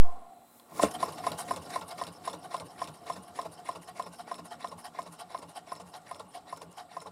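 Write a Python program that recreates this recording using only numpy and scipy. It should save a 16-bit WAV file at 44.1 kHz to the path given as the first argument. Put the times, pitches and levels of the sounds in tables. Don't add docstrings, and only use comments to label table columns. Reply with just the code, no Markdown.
import sys
import numpy as np
from scipy import signal
from scipy.fft import rfft, irfft, next_fast_len
from scipy.io import wavfile
from scipy.ndimage import map_coordinates

SR = 44100
rng = np.random.default_rng(int(sys.argv[2]) if len(sys.argv) > 2 else 0)


def gain_from_decibels(decibels):
    exponent = np.asarray(decibels, float) / 20
    return 10 ** exponent


def pcm_store(signal):
    levels = np.round(np.clip(np.atleast_2d(signal), -1, 1) * 32767)
    wavfile.write(sys.argv[1], SR, levels.astype(np.int16).T)


N = 313551
TIME = np.arange(N) / SR
COARSE = TIME[::32]


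def unit(x):
    return x / np.sqrt(np.mean(x ** 2) + 1e-20)


def filtered(x, response):
    m = next_fast_len(N + SR // 8, True)
    return irfft(rfft(x, m) * response(np.fft.rfftfreq(m, 1 / SR)), m)[:N]


def resonant(x, peaks):
    def response(f):
        total = 0
        for k, (hz, width, db) in enumerate(peaks):
            band = 1j * f * width
            total = total + (-1) ** k * gain_from_decibels(db) * band / (hz * hz - f * f + band)
        return total
    return filtered(x, response)


def resonant_noise(peaks):
    return unit(resonant(rng.standard_normal(N), peaks))


def hiss(spectrum):
    hz, db = np.transpose(spectrum)
    noise = rng.standard_normal(N)
    return unit(filtered(noise, lambda f: gain_from_decibels(np.interp(np.log(f + 1), np.log(hz + 1), db))))


def slow(rate):
    return map_coordinates(rng.standard_normal(8000), [COARSE * rate])


def wobble(rate):
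    return np.interp(TIME, COARSE, slow(rate))


# t/s, peak level/dB
KNOCKS = [(0.795, -12.5), (1.028, -12), (1.267, -11.5), (1.509, -14), (1.759, -16.5), (2.014, -17.5),
          (2.275, -17), (2.543, -18), (2.817, -18.5), (3.099, -17), (3.389, -17), (3.689, -18),
          (3.996, -18.5), (4.314, -20), (4.644, -19.5), (4.988, -19), (5.346, -19.5), (5.719, -21),
          (6.112, -23), (6.526, -22.5), (6.967, -22.5)]


def turns():
    s = np.array(KNOCKS)[:, 0]
    after_last = 2 * s[-1] - s[-2]
    return np.interp(TIME, np.append(s, after_last), np.arange(len(s) + 1))


# t/s, level/dB
FRICTION = [(0, -66), (.44, -72.5), (.67, -67.5), (.79, -45), (.89, -46), (.95, -49), (1.3, -49),
            (1.9, -55), (3, -56.5), (4.4, -61.5), (6, -62), (7.11, -63)]
# slow-running level/dB, growth/(dB per dB of friction), swing/dB, loudest angle/turn
DRAG_LAYERS = [
    (-58, 0.79, 0.5, 1),
    (-67, 1.11, 3.5, .05),
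    (-62.5, 1.07, 1, 0.22),
]
SLOW_DB = -62


def drag(layer):
    db, growth, swing_db, at = DRAG_LAYERS[layer]
    friction_db = np.interp(TIME, *np.transpose(FRICTION)) - SLOW_DB
    return gain_from_decibels(db + growth * friction_db + swing_db * np.cos(2 * np.pi * (turns() - at)))


# f/Hz, level/(dB per Hz)
HISS = [(18, -29), (30, -2), (81, -17), (208, -4), (237, -11), (301, -7), (713, -11), (2510, -23),
        (4120, -21), (5640, -42), (7930, -18), (12100, -36), (15700, -44)]
HISS_DB = -68
# f/Hz, rms level/dB
TONES = [
    (4037, -78),
    (8043, -79),
    (7095, -84),
]
# t/s, half length/s, level/dB
HUM = [
    (.45, 0.54, -62),
    (0.903, 0.12, -48.5),
    (4.6, 0.51, -57.5),
    (5.707, 0.19, -63),
]


def background():
    whine = sum(gain_from_decibels(db + 1.7 * wobble(25)) * np.sin(2 * np.pi * hz * TIME) for hz, db in TONES)
    whine = whine * np.clip((.72 - TIME) / 0.076, 0, 1) * np.clip(TIME / 0.44, 0, 1)
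    swell = sum(gain_from_decibels(db) * np.exp(-((TIME - s) / half) ** 2) for s, half, db in HUM)
    hum = (swell + gain_from_decibels(-81.5)) * gain_from_decibels(-4 + 1.2 * wobble(4.9)) * np.sin(2 * np.pi * 237 * TIME)
    return gain_from_decibels(HISS_DB + 2) * hiss(HISS) + whine + hum


def room(x):
    t = TIME[:SR // 3]
    tail = rng.standard_normal(len(t)) * gain_from_decibels(-60 * t / 0.11) * (t > .004)
    return signal.fftconvolve(x, tail / np.linalg.norm(tail))[:N]


# f/Hz, level/(dB per Hz)
BENCH = [(18, -54), (30, -38), (81, 1.5), (119, 2.5), (163, 5), (204, 3.5), (313, 3), (368, 1), (600, 0),
         (780, -40), (1320, -120)]
# angle/turn, width/turn, level/dB
GROAN = [
    (0.33, 0.079, -44),
    (0.774, 0.08, -54),
    (0.07, 0.049, -50),
]


def bench():
    angle = turns()
    load = sum(gain_from_decibels(db) * np.exp(-.5 * ((angle % 1 - at) / width) ** 2) for at, width, db in GROAN)
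    load = load * gain_from_decibels(-1.2 * TIME) * (angle > 0)
    pitch_hz = 171 + 7 * wobble(20)
    hum = load * gain_from_decibels(1.3 * wobble(9)) * np.sin(2 * np.pi * np.cumsum(pitch_hz) / SR)
    thud = 0.45 * load * resonant_noise([(92, 14, 0.82), (301.4, 14.6, -0.5)])
    rumble = drag(2) * gain_from_decibels(-1.0 + 2.2 * wobble(23)) * hiss(BENCH)
    return hum + thud + rumble


# f/Hz, width/Hz, angle/turn, half span/turn, level/dB
SINGING = [
    (5340, 81, 0.08, 0.14, -55.5),
    (9190, 120, 0.45, 0.038, -58.5),
    (5330, 150, 0.572, 0.075, -59),
    (2860, 110, 0.425, 0.087, -66),
]


def singing():
    angle, out = turns(), 0
    for hz, width, at, half, db in SINGING:
        load = np.exp(-((angle % 1 - at) / half) ** 4) * (angle > 0)
        ring = unit(resonant(gain_from_decibels(1.7 * wobble(170)) * rng.standard_normal(N), [(hz, width, 0)]))
        out = out + load * gain_from_decibels(db - 1.2 * TIME + 1.3 * wobble(3.05)) * ring
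    return out


# delay/s, angle/turn, half length/s, level/dB, fade/(dB/s), case share/dB, dullness/dB
FOLLOW = [
    (.004, .01, 0.0094, -40.5, -2.36, 1.5, 3),
    (.012, .085, 0.0055, -56, 0.3, 1.5, -3.5),
    (.017, .18, .0095, -47.5, -0.58, 6.5, 3),
]
# t/s, level/dB, case share/dB
DOWN = [(1.133, -52, -6), (1.631, -54, -14), (1.891, -48, 2), (2.137, -64, -15), (2.401, -72, -21),
        (2.666, -57, -22), (2.952, -56.5, -14), (3.238, -61, -13), (3.531, -56, -5), (3.83, -54, -13),
        (4.139, -51, -7), (4.464, -52, 4.5), (4.794, -52, 3), (5.136, -52.5, -1), (5.503, -56, 1.5),
        (5.88, -60, 0), (6.323, -64, -20), (6.73, -64, -5)]
DOWN_HALF_TURNS, DOWN_DULL_DB = 0.044, -2.5
# t/s, level/dB
BACK = [(0.951, -44), (1.187, -49), (1.667, -54), (1.917, -46), (2.45, -53), (2.712, -64), (3.289, -61),
        (3.59, -58), (3.889, -51.5), (4.202, -48.5), (4.523, -46.5), (4.858, -47.5), (5.204, -47),
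        (5.571, -47.5), (5.953, -48), (6.359, -49), (6.791, -49)]
BACK_HALF_TURNS, BACK_CASE_DB, BACK_DULL_DB = 0.044, 7.5, 6.5
# t/s, half length/s, level/dB, case share/dB
SCUFFS = [
    (0.838, 0.022, -32.5, -1.5),
    (.914, .0053, -44, -25),
    (1.4, 0.019, -40.5, 3.5),
    (1.719, 0.024, -46, -1),
    (1.986, 0.0075, -49.5, 9.5),
    (4.277, 0.0036, -67, 26),
]


def strokes():
    s = np.array(KNOCKS)[:, 0]
    period = np.append(np.diff(s), 1.08 * (s[-1] - s[-2]))
    scatter = rng.standard_normal((len(s), len(FOLLOW), 2)) * [1.2, 3]
    rows = []
    for j, (delay, part, half, db, fade, case_db, dull_db) in enumerate(FOLLOW):
        for k in range(1, len(s)):
            at = s[k] + delay + part * period[k]
            level_db = db + fade * s[k] + scatter[k, j, 0]
            rows.append((at, half, level_db, case_db + scatter[k, j, 1], dull_db))
    for at, db, case_db in DOWN:
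        rows.append((at, DOWN_HALF_TURNS * np.interp(at, s, period), db, case_db, DOWN_DULL_DB))
    for at, db in BACK:
        rows.append((at, BACK_HALF_TURNS * np.interp(at, s, period), db, BACK_CASE_DB, BACK_DULL_DB))
    return rows + [(*row, -2) for row in SCUFFS]


CRACKLES_PER_S, CRACKLE_SIZE = 600, 2


def scrape(level, peaks, grit_db, wander_db):
    angle = np.interp(COARSE, TIME, turns())
    size = next_fast_len(N + SR // 10, True)
    f = np.fft.rfftfreq(size, 1 / SR)
    contact = level * rng.standard_normal(N)
    contact = contact * (1 + CRACKLE_SIZE * (rng.random(N) < CRACKLES_PER_S / SR))
    total = 0
    for k, (hz, width, db, at, swing_db) in enumerate(peaks):
        swing = swing_db * np.cos(2 * np.pi * (angle - at))
        drive = gain_from_decibels(db + swing + wander_db * slow(35) + grit_db * slow(220))
        band, detune = 1j * f * width, hz * hz - f * f
        mode = 6 * band ** 2 / ((detune + band) * (detune + 6 * band))
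        total = total + (-1) ** k * rfft(contact * np.interp(TIME, COARSE, drive), size) * mode
    return np.sqrt(np.mean(level ** 2)) * unit(irfft(total, size)[:N])


# f/Hz, width/Hz, level/dB, loudest angle/turn (quietest if swing <
# 0), swing/dB
CASE_RUB = [(285, 65, -15.5, 0.083, 11.5), (438, 59, -7.5, 0.17, 4), (646, 196, -8.5, 0.19, 8.5),
            (718, 36, 3, 0.7, 5), (840, 51, -4, 0.26, 2.5), (1086, 114, -4, 0.27, 2.5),
            (1206, 106, -9.5, 0.13, 1.5), (1393, 53, -8, 0.068, 1.5)]
LINKS = [(1890, 135, 5.5, 0.88, 2.5), (1507, 110, 4.5, 1, -3.5), (2137, 198, 4.5, 0.98, 3.5),
         (2733, 210, 1, 0.27, 3.5), (3115, 196, 0.5, 0.62, 6.5), (3436, 88, 1.5, 0.99, 2),
         (3890, 355, 3.5, 0.58, 0), (4800, 270, 1.5, 1, -1.5), (5288, 65, 7.5, 0.3, 0.5),
         (5685, 120, 0.5, 0.083, 0.5)]
SEALS = [(7440, 3500, 1, 0.82, 0), (8140, 510, 3, 0.17, -3.5), (8800, 140, 7, 0.28, 0),
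         (10070, 890, 7, 1, 6.5), (9890, 1360, 6, 0.59, 3.5), (12800, 210, -14, 0.25, 3),
         (12650, 160, -4, 0.95, 0), (14900, 220, -9, .5, -11)]
SEAL_TOP_HZ = 11700
SETTLE_DB, SETTLE_DB_PER_S = -50.5, -68


def rubbing():
    bearing, angle = drag(1), turns()
    case = 1.06 * drag(0) + gain_from_decibels(SETTLE_DB + SETTLE_DB_PER_S * TIME)
    links, seals = 0.56 * bearing, 0.51 * bearing
    reach = SR // 8
    sliding = 1 - .8 * np.exp(-(((angle + .5) % 1 - .5) / .035) ** 4)
    for s, half, db, case_db, dull_db in strokes():
        span = slice(round(s * SR) - reach, round(s * SR) + reach)
        u = (TIME[span] - s) / half + 0.49
        stroke = np.exp(-.5 * (u / np.where(u < 0, .4, 1.25)) ** 2)
        case[span] += gain_from_decibels(db + case_db - 2.5) * stroke * sliding[span]
        links[span] += gain_from_decibels(db + dull_db / 2 - 6.5) * stroke
        seals[span] += gain_from_decibels(db - dull_db / 2 - 4) * stroke
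    lead = np.exp(-.5 * ((angle % 1 - .93) / (0.049 + 0.0018 * TIME)) ** 4) * gain_from_decibels(-48.0 - 1.9 * TIME)
    whisper = 0.19 * bearing * resonant_noise([(12500, 1300, 0)])
    case_rub = scrape(case + 1.2 * lead, CASE_RUB, grit_db=1.5, wander_db=1.2)
    link_rub = scrape(links + 1.1 * lead, LINKS, grit_db=3, wander_db=2.2)
    seal_rub = scrape(seals + .4 * lead, SEALS, grit_db=2.6, wander_db=2.5)
    seal_rub = filtered(seal_rub, lambda f: 1 / np.sqrt(1 + (f / SEAL_TOP_HZ) ** 6))
    return whisper + case_rub + link_rub + seal_rub


def bursts(events, t60):
    out, t = np.zeros(N + SR), TIME[:SR // 20]
    noise = rng.standard_normal((len(events), len(t)))
    for (s, db), n in zip(events, noise):
        out[round(s * SR):][:len(t)] += gain_from_decibels(db - 60 * t / t60) * n
    return out[:N]


# t/s, level/dB, upper mode level/dB
CREEP = [
    (0.04, -47.5, -1),
    (0.306, -54.5, -12.5),
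    (0.334, -52, -38),
    (0.444, -60, -21),
    (0.49, -81, -5),
    (0.681, -94, -10),
    (0.708, -63, -7),
    (0.76, -63, -6),
    (0.78, -70, -10),
]
# t/s, level/dB
SLIDE = [
    (.03, -83),
    (.4, -71),
    (.58, -60.5),
    (.66, -71),
    (.8, -55),
    (.9, -100),
]
# t/s, level/dB
BUMPS = [
    (.822, -29.5),
    (0.8321, -15.5),
    (.846, -26.5),
    (.860, -32),
]
# f/Hz, width/Hz, level/dB
FLYWHEEL = [(78, 22, -8), (197.7, 12, 5), (303, 37, 3), (449, 42, 3.5), (580, 120, 5.5), (710, 104, 4),
            (1050, 16, 6), (1390, 104, -3.5)]


def hand():
    s, db, upper_db = np.transpose(CREEP)
    level_db = np.interp(TIME, s, db) - 900 * np.maximum(TIME - s[-1], 0)
    low = gain_from_decibels(level_db) * resonant_noise([(704, 19, 3.0), (778, 25, -2)])
    upper = gain_from_decibels(level_db + np.interp(TIME, s, upper_db)) * resonant_noise([(1046, 26, 0)])
    slide_db = np.interp(TIME, *np.transpose(SLIDE), left=-120, right=-120)
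    slide = gain_from_decibels(slide_db) * resonant_noise([(12500, 9800, 0)])
    push = sum(gain_from_decibels(db) * np.exp(-.5 * ((TIME - s - .002) / .00015) ** 2) for s, db in BUMPS)
    bump = resonant(gain_from_decibels(16) * push + gain_from_decibels(6) * bursts(BUMPS, t60=.04), FLYWHEEL)
    return low + upper + slide + bump


# f/Hz, level/dB, t60/s, rise/s
CASE = [(1039, 3, 0.035, 0.0052), (697.5, -2.5, 0.03, 0.0031), (480.5, -22, 0.029, 0.00036),
        (1230, -28.5, 0.088, 0.00038), (566, -8.5, 0.023, 0.0021), (1813, -29, 0.027, 0.00039)]


def strike(events, life, spread_db, colour_db):
    out, t = np.zeros(N + SR), TIME[:SR // 5]
    scatter = rng.standard_normal((len(events), len(CASE)))
    for (s, db), chance in zip(events, scatter):
        for (hz, level_db, t60, rise), c in zip(CASE, chance):
            mode_db = db + level_db + spread_db * c + colour_db * np.log2(1000 / hz)
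            gain = gain_from_decibels(mode_db - 60 * t / (life * t60))
            feed = (1 - np.exp(-t / rise)) ** 2
            out[round((s - .0012) * SR):][:len(t)] -= gain * feed * np.sin(2 * np.pi * hz * t)
    return out[:N]


# t/s, peak level/dB
CLACKS = [(.597, -44), (0.72, -26), (0.949, -45), (1.079, -44), (1.382, -23), (1.564, -31), (1.814, -42),
          (2.07, -49), (2.333, -43), (2.601, -39), (2.877, -46), (3.159, -42), (3.452, -50), (3.753, -44),
          (4.067, -35), (4.391, -26), (4.716, -53), (5.065, -41), (5.424, -37), (5.8, -24.5), (6.197, -34),
          (6.614, -26), (7.059, -24.5)]
# t/s, peak level/dB
TICKS = [(0.5974, -47), (0.831, -21), (0.9123, -47), (1.318, -27.5), (1.537, -41), (1.5617, -32.5),
         (1.812, -36), (2.0374, -35), (2.068, -35.5), (2.2977, -38), (2.3306, -37), (2.43, -48),
         (2.5664, -36.5), (2.599, -37), (2.8417, -35.5), (2.8742, -37), (3.1233, -42), (3.415, -36.5),
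         (3.714, -42), (4.024, -39.5), (4.3426, -38), (4.6736, -43), (5.0181, -42), (5.3765, -42),
         (5.7526, -42.5), (6.1459, -42), (6.1963, -43.5), (6.563, -45), (6.618, -41), (7.0035, -45)]
TAKE_UP_TURN, TAKE_UP_DB = .875, -24


def crank():
    knock = gain_from_decibels(6) * strike(KNOCKS, life=1, spread_db=.7, colour_db=0)
    clack = gain_from_decibels(-3) * strike(CLACKS, life=0.9, spread_db=-3, colour_db=5)
    take_up = [(a + TAKE_UP_TURN * (b - a), db + TAKE_UP_DB) for (a, _), (b, db) in zip(KNOCKS, KNOCKS[1:])]
    knock = knock + strike(take_up, life=1.5, spread_db=5, colour_db=8)
    link_modes = [(1400, 420, 4.8)] + [row[:3] for row in LINKS]
    crack = gain_from_decibels(-16.0) * resonant(bursts(KNOCKS, t60=0.013), link_modes)
    pin_modes = [(2920, 3700, -11.0), (3760, 1200, 2.5), (5470, 490, -9.5), (7600, 1500, -2.5),
                 (9900, 4800, -15)]
    tick = gain_from_decibels(5.5) * resonant(bursts(TICKS, t60=0.015), pin_modes)
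    ringing = filtered(knock + clack, lambda f: (1j * f / (250 + 1j * f)) ** 2)
    return ringing + crack + tick


def scene():
    blows = crank() + hand()
    mix = blows + gain_from_decibels(-13) * room(blows) + rubbing() + singing() + bench() + background()
    return mix[None]


def band_limit(x):
    return signal.sosfilt(signal.butter(12, 15820, fs=SR, output="sos"), x)


WAKE_DB, WAKE_DB_PER_S = -57.5, -120


def record(dry):
    heard = filtered(dry[0], lambda f: (1j * f / (45 + 1j * f)) ** 2)[None]
    ceiling = .473
    offset = ceiling * np.exp((.017 - TIME) / .043) * (TIME < .3)
    headroom = np.clip(TIME / .03, .3, 1) ** 2
    wake_spectrum = [(500, -22), (2000, 2), (12000, -5), (16000, -14)]
    wake = gain_from_decibels(WAKE_DB + WAKE_DB_PER_S * TIME) * hiss(wake_spectrum)
    return band_limit(wake + headroom * heard + np.minimum(offset, ceiling))


dry = scene()
out = record(dry)
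pcm_store(out)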